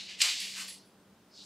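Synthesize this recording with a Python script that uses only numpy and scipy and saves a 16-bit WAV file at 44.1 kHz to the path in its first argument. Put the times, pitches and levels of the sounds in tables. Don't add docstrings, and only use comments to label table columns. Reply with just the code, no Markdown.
import sys
import numpy as np
from scipy import signal
from scipy.fft import rfft, irfft, next_fast_len
from scipy.io import wavfile
from scipy.ndimage import uniform_filter1d

SR = 44100
rng = np.random.default_rng(int(sys.argv[2]) if len(sys.argv) > 2 else 0)


def to_wav(sig):
    pcm = np.clip(np.atleast_2d(sig), -1, 1) * 32767
    pcm = np.round(pcm).astype(np.int16)
    wavfile.write(sys.argv[1], SR, pcm.T)


N = 63945

BANDS_HZ = 500 * 2 ** (np.arange(31) / 6)
RISE_S = .002

# (time [s], level before a common 6 dB lift [dB],
# slope below the pivot [dB per octave], slope above the pivot [dB per octave])
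KNOCK_EVENTS = [(.2035, -20.5, 5, -9), (0.211, -20.5, 5, -0.5), (0.2151, -15.5, 1.5, 5.5),
                (0.2197, -22.5, 2, 8), (.225, -24.5, 1.5, 2), (.239, -30.5, -4, -36), (0.284, -54, 6, 19),
                (0.4, -41, 7, 16), (0.683, -47.5, -6.5, 1)]
PIVOT_HZ, CRACK_DECAY_S = 4300., 0.0048


def knocks():
    out = np.zeros(N)
    t = np.arange(2048) / SR
    lead = 256
    envelope = np.exp(-t / CRACK_DECAY_S) * (1 - np.exp(-t / RISE_S))
    for start, db, bass, treble in KNOCK_EVENTS:
        crack = np.pad(rng.standard_normal(2048) * envelope, (lead, 0))
        coloured = sum(undb(steel_db(f, PIVOT_HZ, bass, treble)) * band(crack, f) for f in BANDS_HZ)
        add(out, start - lead / SR, undb(db + 6) * coloured)
    return out


# (frequency [Hz], relative level [dB], 60 dB decay time [s])
BAR_MODES = [(640, -6, .3), (730, -7, .3), (900, -8, .2), (2530, -4, .04), (2760, -5, .04), (2980, -3, .04),
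             (3170, -3, .04), (3640, -2, .04), (4030, -2, .04), (4310, -3, .04), (4590, -3, .04),
             (5200, -2, .04), (7833, -3, .03), (10600, -6, .03), (12600, -6, .03)]
RING_DB = -13


def lattice(struck):
    bars = ring(BAR_MODES, rng.random(len(BAR_MODES)))
    bars = bars / np.sqrt(np.sum(bars ** 2))
    return struck + undb(RING_DB) * signal.fftconvolve(struck, bars)[:N]


# (time [s], level before a common 6 dB lift [dB], pivot [Hz],
# slope below the pivot [dB per octave], slope above it [dB per octave], lift of the track's low body [dB])
SLIDE_COURSE = [(0, -42.5, 4200, 5, -8, 0), (0.049, -54, 4260, 6, -4.5, 6), (.08, -53, 4270, 2.5, -6, 2),
                (.1, -45, 4270, 0, -5, -2), (0.171, -64.5, 4330, -6, -1.5, -11),
                (0.202, -44.5, 4400, -1, 9, 0.5), (.25, -40, 4300, -7.5, 4.5, -1.5),
                (0.299, -36.5, 4270, 2, 3, 5.5), (.34, -43, 4250, -1.5, -1, -7),
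                (.38, -42, 4360, 10, -1, -2), (.42, -41, 4340, 0.5, 1, -4.5), (.5, -51, 4340, -0.5, 7, -1),
                (.55, -46, 4300, 3.5, -0.5, 3.5), (.575, -48.5, 4000, -4, 8.5, 7),
                (.62, -46, 4030, -2.5, 8, 6), (.65, -64, 4200, -6, 2, 7), (.675, -56.5, 4220, 5, 10, -19),
                (.7, -49.5, 4300, 4.5, 6.5, -34), (.74, -62.5, 4600, 3, -6, -5),
                (.8, -96, 4920, 7, -7, -10), (.85, -100, 5200, 0.5, -4, -1),
                (1.271, -79, 5200, 58, -49.5, -6), (1.322, -59, 5200, 44, -37, -7),
                (1.35, -54.5, 4580, 33, -10.5, -10), (1.39, -52, 3900, 33, -7.5, -10.5),
                (1.42, -50.5, 3900, 29, -8, -10), (1.45, -63, 3930, 20, 8.5, -30)]
GRIT_PER_S, GRIT_SPREAD_DB = 7000, 1.5
TRACK_LOW_HZ, TRACK_HIGH_HZ = 930, 1780


def slide():
    t = np.arange(N) / SR
    course = np.array(SLIDE_COURSE, float).T
    db, pivot, bass, treble, low_lift = (np.interp(t, course[0], column) for column in course[1:])
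    hit, size, sign = rng.random((3, N))
    clicks = hit < GRIT_PER_S / SR
    heights = undb(-GRIT_SPREAD_DB * np.log(1 - size))
    grit = unit(clicks * heights * np.sign(sign - .5))
    out = np.zeros(N)
    for f in BANDS_HZ:
        gain_db = steel_db(f, pivot, bass, treble) + low_lift * track_share(f)
        out += undb(gain_db) * band(grit, f)
    return undb(db + 6) * out


def track_share(hz):
    upper_edge = np.clip(6 * np.log2(TRACK_HIGH_HZ / hz), 0, 1)
    lower_edge = np.clip(1 + 4 * np.log2(hz / TRACK_LOW_HZ), 0, 1)
    return upper_edge * lower_edge


# (frequency [Hz], relative spectral level [dB])
STEEL_COLOUR = [(290, -62), (500, -25), (696, -18.5), (914, -15.5), (982, -13), (1430, -10), (1960, 1.5),
                (2890, 7), (3330, 3.5), (4440, 6), (5830, -1.5), (8000, -4), (8980, -10), (15500, -31)]
BASS_OCTAVES, TREBLE_OCTAVES = 1.8, 1.4


def steel_db(hz, pivot, bass, treble):
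    octaves = np.log2(hz / pivot)
    below = bass * np.clip(octaves, -BASS_OCTAVES, 0)
    above = treble * np.clip(octaves, 0, TREBLE_OCTAVES)
    return at(STEEL_COLOUR, hz) + below + above


# (time [s], level [dB])
TING_EVENTS = [(.002, -65), (0.399, -49), (0.679, -44.5), (0.85, -68.5)]
# (frequency [Hz], relative level [dB], 60 dB decay time [s])
PART_MODES = [(3391, -2, .09), (4750, -11, .15), (8250, -15, .6), (8275, -6, .12), (9500, -12, .12),
              (10060, -8, .2), (10115, -4, .15), (10150, 0, .2), (10210, -9, .3), (10440, -12, .15),
              (10750, -11, .12), (11300, -10, .12), (11900, -11, .12)]


def tings():
    out = np.zeros(N)
    for start, db in TING_EVENTS:
        add(out, start, undb(db) * ring(PART_MODES, rng.random(len(PART_MODES))))
    return out


def ring(modes, phases):
    t = np.arange(SR // 2) / SR
    total = np.zeros(len(t))
    for (hz, db, t60), phase in zip(modes, phases):
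        total += undb(db - 60 * t / t60) * np.sin(2 * np.pi * (hz * t + phase))
    return (1 - np.exp(-t / RISE_S)) * total


SPOTS, SPOT_S = 6, .04


def room(source):
    lead = 4096
    source = np.concatenate([source[:lead][::-1], source])
    place = np.arange(len(source)) / SR / SPOT_S
    out = np.zeros(N)
    for spot in range(SPOTS):
        distance = (place - spot + SPOTS / 2) % SPOTS - SPOTS / 2
        share = np.cos(np.pi / 2 * np.clip(distance, -1, 1))
        out += signal.fftconvolve(source * share, tail())[lead:lead + N]
    return out


# (frequency [Hz], 60 dB decay time [s])
ROOM_DECAY = [(700, 0.56), (1200, .16), (1900, 0.28), (2800, 0.28), (4800, 0.47), (9000, 0.16),
              (15000, 0.36)]
ROOM_BUILD_S, FIRST_ECHO_S = 0.01, .004


def tail():
    t = np.arange(SR // 2) / SR
    noise = rng.standard_normal(len(t))
    echoes = np.zeros(len(t))
    for f in BANDS_HZ:
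        t60 = at(ROOM_DECAY, f)
        echoes += band(noise, f) * undb(-60 * t / t60) / np.sqrt(t60)
    echoes = echoes * (1 - np.exp(-t / ROOM_BUILD_S))
    return np.pad(echoes / np.sqrt(np.sum(echoes ** 2)), (int(FIRST_ECHO_S * SR), 0))


# (frequency [Hz], relative spectral level [dB])
OUTSIDE_COLOUR = [(13, -71), (22, -33), (102, -11.5), (142, -13.5), (187, -3.5), (298, -15), (352, -9.5),
                  (576, -14.5), (846, -17), (1460, -20), (1980, -25), (2680, -25), (15500, -38.5)]
OUTSIDE_DB = -63
# (frequency [Hz], width [Hz], RMS level [dB])
HUM_RESONANCES = [(106, 42, -81.5), (191, 1.6, -67), (199, 12, -74.5), (224.5, 10, -81), (293.8, 24, -73.5),
                  (390, 12, -83.5), (602, 23, -82.5)]


def outside():
    broad = colour(rng.standard_normal(N), lambda f: undb(at(OUTSIDE_COLOUR, f)))
    out = undb(OUTSIDE_DB) * unit(broad)
    for hz, width, db in HUM_RESONANCES:
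        hum = colour(rng.standard_normal(N), lambda f: 1 / (1 + (2 * (f - hz) / width) ** 2))
        out = out + undb(db) * unit(hum)
    return out


def undb(db):
    return 10 ** (np.asarray(db) / 20)


def unit(x):
    return x / np.sqrt(np.mean(x ** 2))


def at(table, hz):
    t = np.array(table, float)
    return np.interp(np.log(np.maximum(hz, 1)), np.log(t[:, 0]), t[:, 1])


def colour(x, gain):
    n = next_fast_len(len(x) + 4096)
    hz = np.arange(n // 2 + 1) * SR / n
    return irfft(rfft(x, n) * gain(hz), n)[:len(x)]


def band(x, hz):
    return colour(x, lambda f: np.clip(1 - 6 * np.abs(np.log2(np.maximum(f, 1) / hz)), 0, 1))


def add(out, start, x):
    i = int(start * SR)
    out[i:i + len(x)] += x[:N - i]


# (frequency [Hz], gain [dB])
SIDE_COLOUR = [(400, -31.5), (1000, -24), (2000, -23.5), (4000, -19), (8000, -12), (15000, -5)]
# (frequency [Hz], gain [dB])
OUTDOOR_SIDE_COLOUR = [(30, -27), (60, -26), (150, -34.5), (300, -23), (1000, -14.5), (4000, -5.5),
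                       (15000, 2.5)]
ROOM_DB = -4
SIDE_HALVED_DB, SIDE_AVERAGE_S = -34, .02


def scene():
    gate = lattice(knocks()) + slide() + tings()
    mid = gate + undb(ROOM_DB) * room(gate) + outside()
    layer = room(gate)
    loudness = np.sqrt(np.abs(uniform_filter1d(layer ** 2, int(SIDE_AVERAGE_S * SR))))
    layer = layer / (1 + (loudness / undb(SIDE_HALVED_DB)) ** 2.84)
    side = colour(layer, lambda f: undb(at(SIDE_COLOUR, f)))
    side = side + colour(outside(), lambda f: undb(at(OUTDOOR_SIDE_COLOUR, f)))
    return np.array([mid + side, mid - side])


TOP_HZ = 15640


def record(dry):
    low_pass = signal.ellip(12, .2, 80, TOP_HZ, fs=SR, output="sos")
    return signal.sosfilt(low_pass, dry)


dry = scene()
out = record(dry)
to_wav(out)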